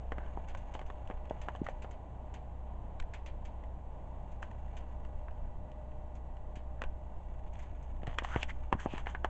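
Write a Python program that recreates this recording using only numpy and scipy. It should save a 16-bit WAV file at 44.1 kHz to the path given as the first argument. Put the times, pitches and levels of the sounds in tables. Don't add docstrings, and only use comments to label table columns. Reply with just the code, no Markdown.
import sys
import numpy as np
from scipy import signal
from scipy.fft import rfft, irfft, next_fast_len
from scipy.io import wavfile
from scipy.ndimage import map_coordinates

SR = 44100
rng = np.random.default_rng(int(sys.argv[2]) if len(sys.argv) > 2 else 0)


def unload_wav(signal):
    wavfile.write(
        sys.argv[1],
        SR,
        np.round(np.clip(np.atleast_2d(signal).T, -1, 1) * 32767).astype(np.int16),
    )


N = 409688

# (frequency [Hz], gain [dB])
HISS_SPECTRUM = [(3500, -20), (4500, -7), (5400, -8), (6100, -1), (7400, 0), (8200, -5), (9000, -12)]
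# (shaft order [multiple], base level [dB])
MOTOR_ORDERS = [(1, -52.5), (2, -46), (3, -59), (4, -69.5), (20, -64.5), (27, -73.5), (40, -86.5),
                (48, -87.5), (64, -87), (65, -89), (88, -92), (128, -101), (147, -104)]
# (time [s], gain [dB])
WHINE_GAIN = [(0, -3.5), (1.7, 4), (2.3, -2.5), (3.9, -4), (5.1, 3), (6.7, 1), (9.29, -4.5)]
# (frequency [Hz], gain [dB])
RUMBLE_SPECTRUM = [(8, 7), (18, 2), (28, 7), (42, -2), (60, -4), (80, -12), (120, -35), (250, -83)]
# (time [s], level [dB])
RUMBLE_LEVELS = [(0, -41), (1.4, -44), (2, -47), (4.2, -45), (5.4, -42.5), (6.1, -48), (7.3, -42),
                 (8.7, -41), (9.29, -43)]
# (frequency [Hz], gain [dB])
FLUTTER_SPECTRUM = [(50, -5.5), (85, 3.5), (120, -0.5), (150, -2.5), (230, -7.5), (330, -12), (450, -22.5),
                    (800, -75)]
# (frequency [Hz], gain [dB])
ROAR_SPECTRUM = [(200, -15), (450, -1.5), (600, 3.5), (850, 3.5), (1020, -1), (1330, -18), (1500, -17),
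                 (1850, -19), (2200, -22.5), (3100, -25), (3800, -33), (5200, -48), (8000, -72.5)]
# (start [s], length [s], rub level [dB], hiss level [dB])
SLEEVE_STROKES = [(8.058, 0.086, -59.5, -81), (8.228, 0.18, -52.5, -70.5), (8.476, 0.021, -52.5, -67.5),
                  (8.781, 0.06, -54.5, -66.5), (8.897, .1, -55.5, -73.5), (9.071, 0.032, -54, -70.5)]
# (frequency [Hz], gain [dB])
RUB_SPECTRUM = [(240, -15.5), (500, -6), (1000, 5), (1400, -5), (1900, -2), (2500, -9.5), (3200, -6),
                (3900, -23.5), (5000, -30), (6500, -53)]
# (middle [s], level [dB], length [s], resonance [Hz])
FINGER_SCRAPES = [(0.231, -62, .09, 1600), (6.79, -64, 0.016, 1580), (8.342, -44, 0.041, 1450),
                  (8.422, -49, 0.012, 2780), (8.502, -43.5, 0.019, 1980), (8.802, -46, 0.018, 1570),
                  (8.929, -56.5, 0.079, 2590)]
# (start [s], level [dB], pitch [Hz])
CAMERA_BUMPS = [(1.616, -22.5, 243), (3.001, -28.5, 18), (6.57, -40, 260), (6.84, -29.5, 14.4),
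                (8.076, -28, 92), (8.361, -26.5, 91), (8.735, -29.5, 61), (8.7503, -28, 184)]
# (middle [s], half length [s], rise over the resting crackle [dB])
EMBER_FLARES = [(.6, 0.68, 13.5), (1.55, 0.31, 13), (4.7, 0.59, 10), (7.5, 0.45, 10.5), (8.7, 0.75, 12.5)]
# (frequency [Hz], gain [dB], time to fall 60 dB [s])
PLATE_MODES = [(1518, -8, .3), (1570, -3, 0.12), (1710, -19.5, 0.17), (1850, -16.5, 0.27), (2350, -17, .2),
               (3020, -16.5, 0.32), (3440, -15.5, .15)]
# (time [s], level [dB])
FIREBOX_SNAPS = [(0.4838, -54.5), (0.572, -59.5), (0.7386, -53.5), (0.8624, -64), (1.415, -52.5),
                 (1.6423, -59), (1.6934, -63), (1.821, -55.5), (1.91, -60), (2.339, -54.5), (3.136, -49),
                 (3.261, -50.5), (3.451, -56.5), (4.3156, -67), (4.423, -58), (4.7676, -54),
                 (6.1519, -64.5), (6.556, -55.5), (7.5333, -65), (7.589, -58), (7.6231, -62.5),
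                 (7.8266, -67), (8.2354, -52), (8.798, -54)]
# (frequency [Hz], gain [dB])
SNAP_SPECTRUM = [(150, -13), (290, -1), (420, -8), (800, -4.5), (1250, -5), (1700, 0), (2400, 0.5),
                 (3100, -2), (3900, -13), (5000, -17.5), (7000, -41.5)]
# (frequency [Hz], gain [dB])
SIZZLE_SPECTRUM = [(2500, -28.5), (4200, -8.5), (5200, -10), (6200, 7), (7500, 3.5), (8400, -12),
                   (9000, -23)]
# (time [s], level [dB], hardness [dB/octave], ring gain [dB], ring pitch [Hz])
SHARP_CLICKS = [(0.1208, -38.5, -3.5, 3, 1300.0), (0.1832, -42.5, -4.5, -4, 1550),
                (0.3739, -40.5, -9.5, 16, 880), (0.5492, -44.5, 2.5, 10, 850.0),
                (0.7515, -42.5, -2.7, -10, 950.0), (0.793, -46.5, 0.5, 3, 1000.0),
                (0.8151, -47.5, -2.5, 1, 990), (0.9016, -45.5, -2.5, 0.0, 1050),
                (1.0746, -61, 5.5, -6, 2990), (1.1008, -40.5, -6, 1, 890.0),
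                (1.1109, -47.5, -5.5, 9.5, 2210.0), (1.298, -59.5, 6.5, -3, 2500),
                (1.3094, -34.5, -8, 14, 670.0), (1.4856, -37.5, -2.5, 11.5, 1120),
                (1.551, -46.5, -1.5, 6, 596), (1.5606, -59.5, 6, -1, 3030),
                (1.6663, -42.5, 0.5, 11, 1490.0), (1.6869, -38, -1.3, 8, 630),
                (1.8461, -45.5, -4.5, -4, 910), (3.0, -48.5, 6, -5, 2200), (3.025, -57.5, 4, 6, 1700),
                (4.4283, -44, 1, 5, 1530), (5.2839, -51.5, -4.4, 19, 1480.0), (6.8188, -38.5, 0, 8, 1050),
                (6.8386, -43.5, -0.5, -5, 2320.0), (8.0332, -44.5, -5.5, 2, 3300.0),
                (8.0703, -47, 0, -8, 3300.0), (8.077, -43, -4.5, 1, 3300.0), (8.186, -32, 1.6, 5, 2120),
                (8.222, -43, -7.5, 9, 1290), (8.2469, -37.5, 3, 16, 990.0), (8.361, -30.0, -9, 17.5, 2380),
                (8.4302, -35, 3.5, -1, 2660), (8.7269, -25.5, -3.5, 2.5, 1010.0),
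                (8.86, -30.5, -8.6, 4, 790), (8.9372, -37.0, -11.5, 6.0, 3300.0),
                (8.98, -43.5, 2.5, 3, 980.0), (9.0605, -50, 1, 7, 1840), (9.0696, -38.0, -2.5, 17, 1730),
                (9.1495, -39.0, -3.5, 13, 1800.0), (9.246, -30, -1.8, 6.5, 960)]
# (frequency [Hz], gain [dB])
CLICK_SPECTRUM = [(40, -9), (200, -4), (450, -2.5), (850, 0.5), (1150, -3.5), (1350, -9), (1800, -4.5),
                  (2400, -11.5), (3000, -9), (3900, -23.5), (5100, -31.5), (6200, -26), (7800, -27.5),
                  (9000, -54.5)]
# (low [Hz], pivot [Hz], high [Hz])
TILT_BAND = (260, 1000, 5800)


def amp(db):
    return 10 ** (np.asarray(db) / 20)


def unit(x):
    return x / np.sqrt(np.mean(x ** 2) + 1e-20)


def along(spectrum, hz):
    knots_hz, db = np.transpose(spectrum)
    return np.interp(np.log(hz + 1), np.log(knots_hz + 1), db)


def curve(points):
    return np.interp(np.arange(N) / SR, *np.transpose(points))


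def wobble(rate):
    return map_coordinates(rng.standard_normal(int(N * rate / SR) + 4), [np.arange(N) * rate / SR])


def coloured(x, spectrum):
    size = next_fast_len(N + SR // 2)
    gain = amp(along(spectrum, np.fft.rfftfreq(size, 1 / SR)))
    return unit(irfft(rfft(x, size) * gain, size)[:N])


def noise(spectrum, grain_db=0):
    return coloured(rng.standard_normal(N) * amp(grain_db * rng.standard_normal(N)), spectrum)


def ticks(per_second, spread_db):
    return (rng.random(N) < per_second / SR) * amp(spread_db * rng.standard_normal(N))


def causal(gain):
    cepstrum = irfft(np.log(np.maximum(gain, 1e-9)))
    half = len(cepstrum) // 2
    cepstrum[1:half] *= 2
    cepstrum[half + 1:] = 0
    return np.exp(rfft(cepstrum))


def resonance(hz, centre_hz, q):
    width = 1j * hz * centre_hz / q
    return width / (centre_hz ** 2 - hz ** 2 + width)


def burst(t, db, t60, rise_s=.002):
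    tail = rng.standard_normal(len(t)) * amp(-60 * t / t60) * (1 - np.exp(-t / rise_s))
    return amp(db) * rfft(tail / np.linalg.norm(tail))


def add(track, s, sound):
    part = track[max(round(s * SR), 0):][:len(sound)]
    part += sound[:len(part)]


def motor(shaft_hz=30.39, drift=.0012, waver_db=1.3, whine_order=20):
    turns = np.cumsum(shaft_hz * (1 + drift * wobble(3))) / SR
    whine_db, out = curve(WHINE_GAIN), np.zeros(N)
    for order, db in MOTOR_ORDERS:
        level_db = db - waver_db * wobble(4) + whine_db * (order >= whine_order)
        out += np.sqrt(2) * amp(level_db) * np.sin(2 * np.pi * (order * turns + rng.random()))
    return out


def draught(flutter_db=-53.5, roar_db=-54.5, sink_db_per_s=.42):
    rumble = amp(curve(RUMBLE_LEVELS) + .8 * wobble(1.9)) * noise(RUMBLE_SPECTRUM)
    flutter = amp(flutter_db + wobble(9.7)) * noise(FLUTTER_SPECTRUM)
    sunk_db = sink_db_per_s * np.arange(N) / SR
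    roar = amp(roar_db - sunk_db + .51 * wobble(9.9)) * noise(ROAR_SPECTRUM)
    return rumble + flutter + roar


def sleeve(attack_s=.0068, swell_db=1.5, release_t60=.13, flicker_db=1.5, catch_db=-2):
    rub, hiss, t = np.zeros(N), np.zeros(N), np.arange(SR // 2) / SR
    for s, length, rub_db, hiss_db in SLEEVE_STROKES:
        pressure_db = swell_db * (np.minimum(t / length, 1) - .5)
        release_db = 60 * np.maximum(t - length, 0) / release_t60
        stroke = (1 - np.exp(-t / attack_s)) * amp(pressure_db - release_db)
        add(rub, s, amp(rub_db) * stroke)
        add(hiss, s, amp(hiss_db) * stroke)
    grip = amp(flicker_db * wobble(70))
    catches = coloured(ticks(per_second=70, spread_db=4), RUB_SPECTRUM)
    friction = rub * noise(RUB_SPECTRUM, grain_db=6) + hiss * noise(SIZZLE_SPECTRUM, grain_db=8.5)
    return grip * friction + amp(catch_db) * rub * catches


def scrapes(q=3.4, grain_db=5, size=16384):
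    out, t, hz = np.zeros(N), (np.arange(size) - size / 2) / SR, np.fft.rfftfreq(size, 1 / SR)
    for s, db, length, centre_hz in FINGER_SCRAPES:
        slips = rng.standard_normal(size) * amp(grain_db * rng.standard_normal(size))
        rasp = unit(irfft(rfft(slips) * resonance(hz, centre_hz, q) ** 2))
        add(out, s + t[0], amp(db) * rasp * np.exp(-2 * (t / length) ** 2))
    return out


def bumps():
    out, t = np.zeros(N), np.arange(SR // 2) / SR
    for s, db, pitch_hz in CAMERA_BUMPS:
        cycles = pitch_hz * t
        add(out, s, -amp(db) * np.sin(2 * np.pi * cycles) * np.exp(-(2 * cycles - 1) ** 2))
    return out


def embers(rest_db=-79.5, blur_t60=.037):
    t, now = np.arange(SR // 10) / SR, np.arange(N) / SR
    sparks = ticks(per_second=120, spread_db=1)
    blur = rng.standard_normal(len(t)) * amp(-60 * t / blur_t60)
    flare_db = sum(db * np.exp(-((now - s) / half) ** 2) for s, half, db in EMBER_FLARES)
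    # (frequency [Hz], gain [dB])
    colour = [(200, -13.5), (800, 8.5), (1500, 2.0), (1900, 1.5), (3100, -2.0), (4000, -16),
              (5000, -30), (7000, -11.5), (9000, -46)]
    return amp(rest_db + flare_db) * coloured(signal.fftconvolve(sparks, blur)[:N], colour)


def steel(blows, coupling_db=-54):
    t = np.arange(SR // 2) / SR
    ring = sum(amp(db + coupling_db - 60 * t / t60) * np.sin(2 * np.pi * hz * t)
               for hz, db, t60 in PLATE_MODES)
    return signal.fftconvolve(blows, ring)[:N]


def snaps(body_t60=.16, sizzle_t60=.095, rise_s=.00072, grit_db=2):
    body, sizzle, t = np.zeros(N), np.zeros(N), np.arange(SR // 3) / SR
    onset = 1 - np.exp(-t / rise_s)
    for s, db in FIREBOX_SNAPS:
        sizzle_db = -65.5 + .62 * (db + 57.5)
        add(body, s - rise_s, onset * amp(db - 60 * t / body_t60))
        add(sizzle, s - rise_s, onset * amp(sizzle_db - 60 * t / sizzle_t60))
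    grit = unit(amp(grit_db * wobble(900)))
    return grit * (body * noise(SNAP_SPECTRUM, grain_db=3.5) + sizzle * noise(SIZZLE_SPECTRUM))


def ragged_crack(hardness, ring_db, ring_hz, size=8192):
    t, hz = np.arange(size) / SR, np.fft.rfftfreq(size, 1 / SR)
    ragged = burst(t, db=1 + hardness, t60=.0071)
    scatter = burst(t, db=-5, t60=.048)
    tent = burst(t, db=-14, t60=.16)
    tail = (ragged + scatter + tent) * resonance(hz, centre_hz=2000, q=.22)
    low_hz, pivot_hz, high_hz = TILT_BAND
    octaves = np.log2(np.clip(hz, low_hz, high_hz) / pivot_hz)
    colour = causal(amp(along(CLICK_SPECTRUM, hz) + hardness * octaves))
    ring = amp(ring_db) * resonance(hz, ring_hz, q=1.8)
    return irfft((1 + tail) * colour * (1 + ring))


def clicks(faint_count=12, creak_db=-16, creak_t60=.021, span_s=.0116):
    out, time_left = np.zeros(N), np.arange(SR // 50)[::-1] / SR
    faint = [((when + 1) / 2 * N / SR, -65 + 4 * loud, 2.5 * (1 + hard), 6, 2000 * 2 ** (pitch / 2))
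             for when, loud, hard, pitch in rng.uniform(-1, 1, (faint_count, 4))]
    for s, db, hardness, ring_db, ring_hz in list(SHARP_CLICKS) + faint:
        crack = ragged_crack(hardness, ring_db, ring_hz)
        creak = rng.standard_normal(len(time_left)) * amp(-60 * time_left / creak_t60)
        creak *= amp(creak_db + hardness) / np.linalg.norm(creak)
        click = signal.fftconvolve(crack, np.r_[creak, 1])
        click *= np.sqrt(span_s * SR) / np.linalg.norm(click)
        add(out, s - len(creak) / SR, amp(db) * click)
    return out


def scene(hiss_db=-87):
    crackle = clicks() + snaps() + embers()
    handling = sleeve() + bumps() + scrapes()
    background = draught() + motor() + amp(hiss_db) * noise(HISS_SPECTRUM)
    return (background + handling + crackle + steel(crackle))[None]


def record(dry, top_hz=8700):
    return signal.sosfilt(signal.ellip(10, .1, 90, top_hz, fs=SR, output="sos"), dry)


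dry = scene()
out = record(dry)
unload_wav(out)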